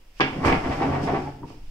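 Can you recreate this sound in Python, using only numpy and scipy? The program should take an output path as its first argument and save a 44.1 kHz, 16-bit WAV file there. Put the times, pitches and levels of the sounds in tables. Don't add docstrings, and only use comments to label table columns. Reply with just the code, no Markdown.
import sys
import numpy as np
from scipy import signal
from scipy.fft import rfft, irfft
from scipy.io import wavfile
from scipy.ndimage import uniform_filter1d

SR = 44100
rng = np.random.default_rng(int(sys.argv[2]) if len(sys.argv) > 2 else 0)


def output_pcm(signal):
    pcm = np.clip(np.atleast_2d(signal).T, -1, 1) * 32767
    wavfile.write(sys.argv[1], SR, np.round(pcm).astype(np.int16))


N = 74970
T = np.arange(N) / SR
HZ = np.fft.rfftfreq(2 * N, 1 / SR)

# start in seconds, strength in dB, brightness in Hz,
# thud pitch in Hz, thud level in dB.
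BLOWS = [(0.199, -8, 1330, 142, -31), (0.2054, -5.5, 4480, 393, -29), (0.212, -3, 3200, 270, -31),
         (0.361, -12, 450, 176, -23), (.387, -30, 406, 250, -24.5), (.443, -12.5, 1300, 244, -16),
         (.448, -2.5, 1700, 1190, -14.5), (0.46, -6, 1280, 460, -17), (0.474, -3.5, 1390, 764, -18),
         (.481, -5, 2180, 950, -17), (.485, -23, 303, 46, -25), (.497, -12, 2740, 289, -15),
         (0.524, -5.5, 2400, 170, -21.5), (.669, -28, 400, 243, -17.5), (0.685, -22, 337, 86.4, -25.5),
         (0.811, -17, 700, 338, -17), (0.838, -16, 870, 267, -16), (1.035, -16, 463, 238, -18),
         (1.074, -9.5, 1300, 376, -26), (1.135, -8.5, 700, 395, -14.5), (1.145, -6.5, 1030, 283, -21.5),
         (1.417, -17.5, 330, 140, -30.5), (1.432, -28.5, 600, 1100, -33.5), (1.437, -19.5, 515, 270, -30.5),
         (1.503, -24.5, 950, 340, -43.5)]
# pitch in Hz, level in dB when struck, level in dB when
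# scraped, ring time in seconds when not held.
FRAME_TONES = [(83.3, -9, -5.5, 0.42), (138, -8, 0, 0.52), (270, 2, -5, 0.55), (306.2, -12, -3, 0.46),
               (408.5, -2.5, -4.5, 0.25), (475.6, -17, -13, 0.27), (578, -13.5, -13, 0.5),
               (773, -6, -3, 0.31), (893.5, -5, -7.5, 0.61), (1134.3, 8, -0.5, 0.18), (1638, 1, -12, 0.21),
               (1986, 2.5, -0.5, 0.12), (2326, 8, -4, 0.34)]
# time in seconds, level in dB, brightness in Hz, bass boost in dB.
PUSHES = [(.32, -13.5, 740, 9), (.39, -8.5, 700, -5.5), (.43, 1, 910, -2), (.465, 2.5, 1500, 2.5),
          (.54, 0.5, 2000, -5), (.595, -20, 1210, 8.5), (.652, -2, 1530, 0.5), (.695, -1.5, 485, 0),
          (.728, -1, 2000, -9), (.755, -10, 900, 0), (.80, 4.5, 907, -2), (.828, 3, 1360, -6),
          (.875, -2, 700, 3), (.94, 2.5, 1170, -0.5), (1.0, -5, 750, 1.5), (1.062, -4, 603, 3),
          (1.082, 2, 1110, -7.5), (1.122, 0.5, 804, 4), (1.165, 1, 1060, -9.5), (1.235, -25.5, 703, 12),
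          (1.272, -6.5, 900, -1.5), (1.33, -35, 600, -7), (1.4, -23, 400, 10.5), (1.53, -18, 505, -5.5),
          (1.59, -69, 418, -19)]
# loudest moment in seconds, half length in seconds, pitch in Hz, level in dB.
SHORT_NOTES = [(0.675, 0.019, 255, -25), (0.831, 0.019, 773.3, -26.5), (0.877, 0.033, 277.3, -32),
               (1.095, 0.016, 726.5, -26.5), (1.162, 0.015, 782, -24.5), (1.189, 0.0092, 262, -28),
               (1.277, 0.019, 847, -38), (1.442, 0.013, 889.6, -40)]
# frequency in Hz, level in dB.
WOOD_COLOUR = [(60, -11.5), (130, 2.5), (300, 7.5), (560, 0.5), (1000, 5), (1500, -0.5), (2500, 2.5),
               (3300, 0.5), (4000, -7.5), (4800, -0.5), (6500, -13), (9000, -26), (15000, -31)]
SCRAPE_COLOUR = [(40, -36.5), (65, 4), (85, 9), (110, 4), (195, -5), (275, 8.5), (450, 4), (560, -2.5),
                 (780, 5), (1050, -3), (1600, -3.5), (2400, -3), (4000, -11), (5000, -9.5), (9000, -24),
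                 (15000, -47)]
CLOTH_COLOUR = [(300, -28.5), (1500, -1.5), (2800, 6.5), (4000, -2), (5100, 4.5), (6500, -7.5),
                (9000, -15.5), (12000, -18.5), (15500, -27)]
RUMBLE_COLOUR = [(5, -2.5), (16, 1), (30, -2.5), (45, -8), (70, -28.5), (150, -28.5), (500, -69)]
ROOM_NOISE_COLOUR = [(60, 5), (130, -1), (300, -2.5), (600, -5.5), (1500, -11), (3200, -13), (4200, -22.5),
                     (15500, -21.5)]
# time in seconds, level in dB.
CLOTH_LEVELS = [(0, -67.5), (.14, -65.5), (.19, -51.5), (.435, -51.5), (.458, -33), (.53, -44.5),
                (.62, -49), (.73, -46), (1.01, -51.5), (1.04, -42), (1.09, -49), (1.25, -53), (1.44, -66),
                (1.49, -54.5), (1.6, -62.5), (1.7, -61)]
HANDLING_LEVELS = [(0, -49), (.44, -42), (.5, -29), (.54, -33), (.66, -39), (.85, -44), (1.55, -49.5),
                   (1.65, -33.5), (1.7, -33)]
# frequency in Hz, ring time in seconds.
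ECHO_TIMES = [(100, 0.88), (300, 0.27), (800, 0.53), (2000, 0.5), (5000, 0.28), (12000, 0.44)]
# frequency in Hz, likeness from 0 to 1.
STEREO_LIKENESS = [(60, 1), (150, 0.97), (300, 0.99), (600, 0.74), (1100, 0.39), (3000, 0.046), (12000, 0)]
# frequency in Hz, left minus right in dB.
STEREO_BALANCE = [(200, -0.3), (700, 2), (1300, -1), (2400, -6), (4600, 1), (8100, -15.5), (13000, -0.5)]

KNOCK_DB, FREE_RING_DB, HELD_RING_DB, THUD_CYCLES = 19.5, -43.5, -47, .8
GRIP_S, GRIP_RING_SHARE = .3, 0.6
DRAG_DB, DRAG_FRAME_DB, GRIT, JUDDER_HZ = 9.5, -47, 0.04, 412
SLIPS_PER_S, SLIP_JITTER, SLIP_SPREAD_DB = 140, .3, 1.5
WAVER_DEPTH, WAVER_HZ, OVERTONE_DB, NOTE_ROOM_DB = 0.0384, 112, -28, -4.5
ECHO_DB, ECHO_BUILD_S, ECHO_SMOOTH_HZ, ROOM_NOISE_DB = -1.5, 0.00045, 45, -60.5
LEFT_LEAD_S = .00008
SIDES = np.array([[.5], [-.5]])


def knocks(room):
    wood, thuds, tones = np.zeros((3, 2, N))
    free, held = amp(FREE_RING_DB) * frame(), amp(HELD_RING_DB) * frame(held=True)
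    for start, db, bright_hz, thud_hz, thud_db in BLOWS:
        tap = 1. * (np.arange(N) == round(start * SR))
        blow = amp(db) * soften(tap, bright_hz, order=3)
        wood += ring(blow, wood_ring(t60=0.0633))
        tones += ring(blow, free if start < GRIP_S else held)
        age = np.maximum(T - start, 0) * thud_hz / THUD_CYCLES
        thuds += amp(thud_db) * np.sin(2 * np.pi * THUD_CYCLES * age) * age * np.exp(1 - age)
    hits = amp(KNOCK_DB) * colour(wood, WOOD_COLOUR) + thuds
    out = ring(hits, room) + amp(KNOCK_DB) * tones
    return shape(out, np.exp(2j * np.pi * HZ * LEFT_LEAD_S * SIDES))


def drag(room):
    gaps, sizes = rng.standard_normal((600, 2)).T
    slips = (np.cumsum(np.exp(SLIP_JITTER * gaps)) / SLIPS_PER_S * SR).astype(int)
    force = GRIT * rng.standard_normal(N)
    force[slips[slips < N]] += amp(SLIP_SPREAD_DB * np.clip(sizes[slips < N], -2, 1))
    force *= amp(curve(PUSHES)) * (T > PUSHES[0][0]) * (T < PUSHES[-1][0])
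    hz, t, slices = signal.stft(force, SR, nperseg=512, noverlap=384)
    bright_hz = np.interp(t, T, curve(PUSHES, column=2))
    judder_db = np.interp(t, T, curve(PUSHES, column=3))
    slices *= amp(judder_db / (1 + (hz[:, None] / JUDDER_HZ) ** 4))
    slices /= np.sqrt(1 + (hz[:, None] / bright_hz) ** 3.38)
    force = signal.istft(slices, SR, nperseg=512, noverlap=384)[1][:N]
    scrape = colour(ring(force, wood_ring(t60=.04)), SCRAPE_COLOUR)
    tones = amp(DRAG_FRAME_DB) * ring(force, frame(scraped=True, held=True))
    return amp(DRAG_DB) * (ring(scrape, room) + tones)


def short_notes(room):
    out = np.zeros(N)
    for peak_s, half_s, hz, db in SHORT_NOTES:
        waver = unit(soften(rng.standard_normal(N), WAVER_HZ)) * np.sqrt(N)
        phase = 2 * np.pi * np.cumsum(hz * (1 + WAVER_DEPTH * waver)) / SR
        tone = sum(amp(OVERTONE_DB * np.sqrt(k)) * np.sin((k + 1) * phase) for k in range(3))
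        out += amp(db) * np.exp(-((T - peak_s) / half_s) ** 2) * tone
    return out + amp(NOTE_ROOM_DB) * ring(out, room)


def frame(scraped=False, held=False):
    out = np.zeros((2, N))
    for hz, struck_db, scraped_db, t60 in FRAME_TONES:
        offset = np.arccos(np.clip(read(STEREO_LIKENESS, hz), -1, 1)) * SIDES
        level = amp(scraped_db if scraped else struck_db)
        fade = decay(T, t60 * GRIP_RING_SHARE if held else t60)
        out += level * fade * np.sin(2 * np.pi * (hz * T + rng.random()) + offset)
    return out


def wood_ring(t60):
    x, fade = rng.standard_normal((2, N)), decay(T, t60)
    for _ in range(4):
        x = irfft(np.exp(1j * np.angle(rfft(x * fade))), N)
        fade = np.exp(-(T / t60) ** 4)
    return stereo(x * fade)


def kitchen():
    hz, t, slices = signal.stft(stereo(rng.standard_normal((2, N))), SR, nperseg=256)
    slices *= decay(t, read(ECHO_TIMES, hz)[:, None])
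    echo = signal.istft(slices, SR, nperseg=256)[1][:, :N]
    echo *= 1 - np.exp(-T / ECHO_BUILD_S)
    spectrum = rfft((T == 0) + amp(ECHO_DB) * unit(echo), 2 * N)
    power = uniform_filter1d(np.mean(abs(spectrum) ** 2, 0), round(ECHO_SMOOTH_HZ / HZ[1]))
    return unit(colour(irfft(spectrum)[:, :N], np.c_[HZ, -10 * np.log10(power)]))


def cloth():
    return noise(CLOTH_COLOUR) * amp(curve(CLOTH_LEVELS))


def handling():
    return noise(RUMBLE_COLOUR) * amp(curve(HANDLING_LEVELS))


def room_noise():
    return amp(ROOM_NOISE_DB) * noise(ROOM_NOISE_COLOUR)


def amp(db):
    return 10 ** (np.asarray(db) / 20)


def decay(t, t60):
    return np.exp(-np.log(1000) * t / t60)


def unit(x):
    return x / np.sqrt(np.mean(np.sum(x ** 2, -1)) + 1e-20)


def read(table, hz):
    row_hz, value = np.transpose(table)
    return np.interp(np.log(hz + 1), np.log(row_hz + 1), value)


def curve(table, column=1):
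    rows = np.array(table)
    return np.interp(T, rows[:, 0], rows[:, column])


def shape(x, gain):
    return irfft(rfft(x, 2 * N) * gain)[..., :N]


def colour(x, table):
    log_gain = np.log(amp(read(table, HZ)))
    phase = -signal.hilbert(np.r_[log_gain, log_gain[-2:0:-1]]).imag[:N + 1]
    return shape(x, np.exp(log_gain + 1j * phase))


def soften(x, hz, order=2):
    return signal.lfilter(*signal.butter(order, min(hz, SR / 3), fs=SR), x)


def ring(x, response):
    return signal.fftconvolve(np.atleast_2d(x), np.atleast_2d(response), axes=1)[:, :N]


def stereo(x):
    alike = np.clip(read(STEREO_LIKENESS, HZ), -1, 1)
    mid, side = shape(x[0], np.sqrt((1 + alike) / 2)), shape(x[1], np.sqrt((1 - alike) / 2))
    return np.array([mid + side, mid - side])


def noise(table):
    return unit(colour(stereo(rng.standard_normal((2, N))), table)) * np.sqrt(N)


def scene():
    room = kitchen()
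    mix = knocks(room) + drag(room) + short_notes(room) + cloth() + handling()
    return shape(mix, amp(read(STEREO_BALANCE, HZ) * SIDES)) + room_noise()


def record(dry):
    treble_cut = signal.firwin(511, 15800, window=("kaiser", 9), fs=SR)
    return signal.oaconvolve(dry, treble_cut[None], "same")


dry = scene()
out = record(dry)
output_pcm(out)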